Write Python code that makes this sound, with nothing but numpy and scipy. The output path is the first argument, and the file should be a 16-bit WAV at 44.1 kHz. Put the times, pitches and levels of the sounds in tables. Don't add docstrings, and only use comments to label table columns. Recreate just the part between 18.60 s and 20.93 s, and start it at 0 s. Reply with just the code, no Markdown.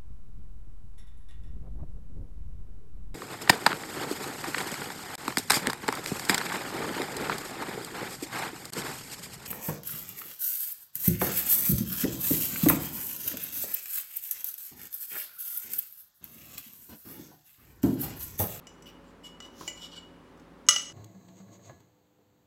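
import sys
import numpy as np
from scipy import signal
from scipy.fft import rfft, irfft, next_fast_len
from scipy.io import wavfile
from scipy.ndimage import uniform_filter1d

SR = 44100
rng = np.random.default_rng(int(sys.argv[2]) if len(sys.argv) > 2 else 0)


def dump_mix(stems):
    frames = np.atleast_2d(stems).T
    limited = np.clip(frames, -1, 1)
    pcm = np.round(limited * 32767).astype(np.int16)
    wavfile.write(sys.argv[1], SR, pcm)


N = 102576

# pitch_hz, level_db
HUM_TONES = [(48, -65.5), (86, -74), (171.5, -62), (256, -63.5), (290, -70), (382, -72), (559.5, -66.5)]
# pitch_hz, level_db
AIR_COLOUR = [(35, -38), (60, -12.5), (94, -7.5), (118, -13), (156, -5), (193, -6), (256, -3.5), (408, -8),
              (553, -9.5), (593, -15.5), (991, -12), (6000, -37), (16000, -46)]
BOWL_PITCHES = [603, 810, 1202, 1925, 2005, 2930, 4968, 5266, 5897, 6042, 6529, 7412, 7860, 8630, 9812,
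                11490, 13405]
# ring_s, rim_level_db, inside_level_db
BOWL_TONES = [(0.29, -33, -33.5), (0.028, -30.5, -17), (0.061, -9, -34), (0.072, -14.5, -39),
              (0.17, -16.5, -15.5), (0.13, -5, -4), (0.034, -22, -15.5), (0.032, -2.5, -11),
              (0.086, -10, -10.5), (0.32, -17, -28), (0.059, 3.5, -45), (0.039, -10.5, -55),
              (0.086, -10, -22), (0.059, -11.5, -41), (0.057, -11.5, -45), (0.037, -28, -32),
              (0.053, -23, -41)]
# pitch_hz, ring_s, level_db
FORK_TONES = [(2290, 0.021, -0.5), (4650, 0.023, -11.5), (6960, 0.089, -4), (7355, 0.049, -1.5),
              (8040, .04, -11), (8760, 0.026, -13.5)]
# start_s, bowl_db, fork_db, click_db, place (0 inside, 1 rim),
# brightness_db_per_octave, damping_db_per_s (extra fading as the fork rests on the bowl)
TAPS = [(0.0694, -42, -46.5, -42, 0.3, 2.7, 16), (0.2226, -52.5, -58, -50, 0.52, 8.5, 100),
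        (0.257, -45, -67, -60, 0.16, -3, 513), (0.8024, -37, -47.5, -36, 0.17, -1, 202),
        (0.848, -46, -73, -58, 0.089, -3, 30), (1.0773, -26, -29, -38, 0.25, -3, 1),
        (1.7744, -71, -76, -63, .3, 12, 100), (1.797, -66, -70, -55, 0.88, 4, 97),
        (2.065, -52.5, -64, -63, 1, 1, 398), (2.0865, -8.5, -25.5, -6, 0.94, 1, 24),
        (2.1612, -15.5, -32, -20.5, 0, 1, 400), (2.298, -40.5, -52, -42, .3, -4.5, 100)]
# pitch_hz, level_db
CLICK_COLOUR = [(150, -43), (480, -21), (800, -12), (1050, -15), (1330, 11.5), (1750, -7), (2550, -9),
                (3500, 5.5), (4200, -1.5), (5400, 0), (6800, 0), (8000, -12), (8800, -8), (10300, -17),
                (11500, -12), (13500, -20.5), (16000, -17)]
# start_s, length_s, rasp_db, bowl_db, squeak_db, fork_db, slips_per_s,
# damping_db_per_s, brightness_db_per_octave
SCRAPE_STROKES = [(.254, 0.049, -61.5, -53.5, -72, -71, 1420, 3000, 10),
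                  (0.431, 0.089, -73, -84, -88, -77, 2300, 300, 2),
                  (0.632, 0.054, -56, -56.5, -51.5, -59.5, 1800, 400, 2),
                  (0.81, 0.07, -62.5, -60, -57, -72, 1200, 92, 2),
                  (1.15, 0.125, -60, -63, -59.5, -63, 1200, 100, 0.5),
                  (1.208, 0.061, -50.5, -53, -50, -61, 990, 300, -1),
                  (1.307, 0.071, -55.5, -53, -56.5, -70, 2040, 103, -3),
                  (1.354, 0.037, -53.5, -63, -43, -58.5, 3000, 202, -2.5),
                  (1.595, 0.094, -85, -76, -80, -85, 1800, 104, 0)]
# pitch_hz, level_db
RASP_COLOUR = [(600, -18), (1500, 1.5), (1850, -22), (2300, -6), (3400, 5.5), (4000, 5), (5000, 6),
               (6300, -3), (7500, 2), (9500, -12), (11700, -9.5), (13000, -15), (14500, -8), (16000, -25)]
# start_s, level_db
TABLE_BUMPS = [(0.862, -45.5), (0.886, -52), (1.0102, -35), (1.022, -44), (1.031, -43.5), (1.078, -41.5)]
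# pitch_hz, ring_s, level_db
TABLE_TONES = [(355, 0.027, 1), (1050, 0.04, -8)]
# pitch_hz, level_db
THUD_COLOUR = [(80, -20), (220, -2), (370, 1.5), (680, -10), (1100, 5.5), (1500, -5.5), (2200, -23),
               (6000, -21), (14000, -30)]
# pitch_hz, level_db
SWISH_COLOUR = [(1500, -21), (3000, -5), (4500, -5), (5800, 0), (6800, -3), (8200, -17), (11000, -11.5),
                (13500, -12), (16000, -14)]
# time_s, level_db
SWISH_SWELL = [(.88, -85), (0.951, -66), (1.006, -51.5), (1.061, -54.5), (1.09, -45), (1.125, -91)]
# delay_s, level_db
EARLY_ECHOES = [(.0031, -25), (0.0214, -14.5), (.051, -24.5)]
# pitch_hz, ring_s, level_db
ROOM_BANDS = [(300, 0.31, -9.5), (1020, 0.32, -9), (2320, 0.45, -6), (5840, 0.49, -9), (11900, 0.37, -11)]

EVENT_SAMPLES = 20480


def undb(db):
    return 10 ** (np.asarray(db) / 20)


def unit(x):
    return x / np.sqrt(np.mean(x ** 2))


def clock(size=EVENT_SAMPLES):
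    return np.arange(size) / SR


def fade(ring_s):
    return np.exp(-np.log(1000) * clock() / ring_s)


def log_hz(size=EVENT_SAMPLES):
    return np.log(np.maximum(np.arange(size // 2 + 1) * SR / size, 1))


def colour(x, points):
    hz, db = np.array(points).T
    gain = undb(np.interp(log_hz(len(x)), np.log(hz), db))
    return unit(irfft(rfft(x) * gain, len(x)))


def noise(points, size=EVENT_SAMPLES):
    return colour(rng.standard_normal(next_fast_len(size)), points)[:size]


def tilt(points, bright_db):
    return [(hz, db + bright_db * np.log2(hz)) for hz, db in points]


def convolve(x, response):
    return signal.fftconvolve(x, response)[:len(x)]


def delay(x, start_s):
    return np.pad(x, (max(int(start_s * SR), 0), N))[:N]


def drift(rate_hz, size=EVENT_SAMPLES):
    hold = int(SR / rate_hz)
    steps = np.repeat(rng.standard_normal(size // hold + 1), hold)
    return unit(uniform_filter1d(steps, hold)[:size])


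def hum_and_air(waver=0.2, air_db=-54.5):
    hum = 0
    for hz, db in HUM_TONES:
        level = undb(db) * np.sqrt(2) * (1 + waver * drift(5.74, N))
        hum += level * np.sin(2 * np.pi * hz * clock(N) + waver * drift(4.63, N))
    return hum + undb(air_db) * noise(AIR_COLOUR, N)


def ringing(pitches, ring_times, split=0.0087, twin_db=-19.5):
    phase = 2 * np.pi * clock()
    tones = []
    for k, (hz, ring_s) in enumerate(zip(pitches, ring_times)):
        pair = np.sin(hz * phase) + undb(twin_db) * np.sin(hz * (1 - split) * phase)
        tones.append((-1) ** k * fade(ring_s) * pair)
    return np.array(tones) / (1 + undb(twin_db))


def taps(bowl, fork, contact_s=0.00076):
    _, rim_db, inside_db = np.array(BOWL_TONES).T
    octaves = np.log2(np.array(BOWL_PITCHES) / BOWL_PITCHES[np.argmax(inside_db)])
    attack = 1 - np.exp(-(clock() / contact_s) ** 2)
    out = 0
    for start_s, bowl_db, fork_db, click_db, place, bright_db, damping in TAPS:
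        levels = undb(bowl_db + place * rim_db + (1 - place) * inside_db + bright_db * octaves)
        ring = (levels @ bowl + undb(fork_db) * fork) * undb(-damping * clock())
        click = noise(tilt(CLICK_COLOUR, bright_db)) * fade(ring_s=0.031)
        out += delay(attack * (ring + undb(click_db) * click / 2), start_s)
    return out


def scrapes(bowl, fork, rise_s=0.013, fall_s=0.027, focus=2.4, spread_db=1.5):
    rubbed_bowl = undb(focus * np.array(BOWL_TONES)[:, 2]) @ bowl
    out = 0
    for stroke in SCRAPE_STROKES:
        start_s, length_s, rasp_db, bowl_db, squeak_db, fork_db, slips_per_s, damping, bright_db = stroke
        directions = rng.choice([-1, 1], EVENT_SAMPLES)
        sizes = undb(spread_db * np.minimum(rng.exponential(size=EVENT_SAMPLES), 3))
        pressure = np.clip(clock() / rise_s, 0, 1) * np.clip((length_s - clock()) / fall_s + .5, 0, 1)
        slips = rng.random(EVENT_SAMPLES) < slips_per_s / SR
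        ticks = slips * directions * sizes * pressure
        damped = undb(-damping * clock())
        ring = undb(bowl_db) * unit(convolve(ticks, rubbed_bowl * damped))
        ring += undb(fork_db) * unit(convolve(ticks, fork * damped))
        rub = (ring + undb(rasp_db) * rasp(ticks, bright_db)) * np.sqrt(np.mean(pressure ** 2))
        out += delay(rub + undb(squeak_db) * pressure * squeak(), start_s)
    return out


def rasp(ticks, bright_db, ripple_db=4, step_hz=220):
    hz, db = np.array(tilt(RASP_COLOUR, bright_db)).T
    pitches = np.arange(step_hz, SR / 2, step_hz)
    levels = np.interp(np.log(pitches), np.log(hz), db) + ripple_db * rng.standard_normal(len(pitches))
    return colour(ticks, np.column_stack([pitches, levels]))


def squeak(flutter=.22, wander_rad=.85):
    hz = BOWL_PITCHES[np.argmax(np.array(BOWL_TONES)[:, 2])]
    level = np.sqrt(2) * (1 + flutter * drift(150))
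    return level * np.sin(2 * np.pi * hz * clock() + wander_rad * drift(90))


def bumps():
    table = sum(undb(db) * np.sin(2 * np.pi * hz * clock()) * fade(ring_s)
                for hz, ring_s, db in TABLE_TONES)
    out = 0
    for start_s, db in TABLE_BUMPS:
        thud = noise(THUD_COLOUR) * fade(ring_s=0.029)
        out += delay(undb(db) * (table + thud), start_s)
    return out


def swish():
    times, db = np.array(SWISH_SWELL).T
    swell = undb(np.interp(clock(N), times, db, left=-np.inf, right=-np.inf))
    return noise(SWISH_COLOUR, N) * swell


def kitchen(x, gap_s=.006, build_s=0.004):
    spectrum = rfft(rng.standard_normal(EVENT_SAMPLES))
    centres = np.log(np.array(ROOM_BANDS)[:, 0])
    build = 1 - np.exp(-clock() / build_s)
    wash = 0
    for share, (_, ring_s, db) in zip(np.eye(len(ROOM_BANDS)), ROOM_BANDS):
        shape = build * fade(ring_s)
        band = irfft(spectrum * np.interp(log_hz(), centres, share))
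        wash += undb(db) * band * shape / np.sqrt(np.sum(shape ** 2))
    echoes = sum(undb(db) * delay(x, delay_s) for delay_s, db in EARLY_ECHOES)
    return x + echoes + convolve(x, delay(wash, gap_s))


def scene():
    bowl = ringing(BOWL_PITCHES, np.array(BOWL_TONES)[:, 0])
    fork_hz, fork_ring_s, fork_db = np.array(FORK_TONES).T
    fork = undb(fork_db) @ ringing(fork_hz, fork_ring_s)
    clatter = taps(bowl, fork) + scrapes(bowl, fork) + bumps() + swish()
    return (kitchen(clatter) + hum_and_air())[None]


def record(dry, low_hz=39.6, top_hz=15900):
    dry = signal.sosfilt(signal.butter(4, low_hz, "high", fs=SR, output="sos"), dry)
    return signal.sosfilt(signal.ellip(10, .2, 80, top_hz, fs=SR, output="sos"), dry)


dry = scene()
out = record(dry)
dump_mix(out)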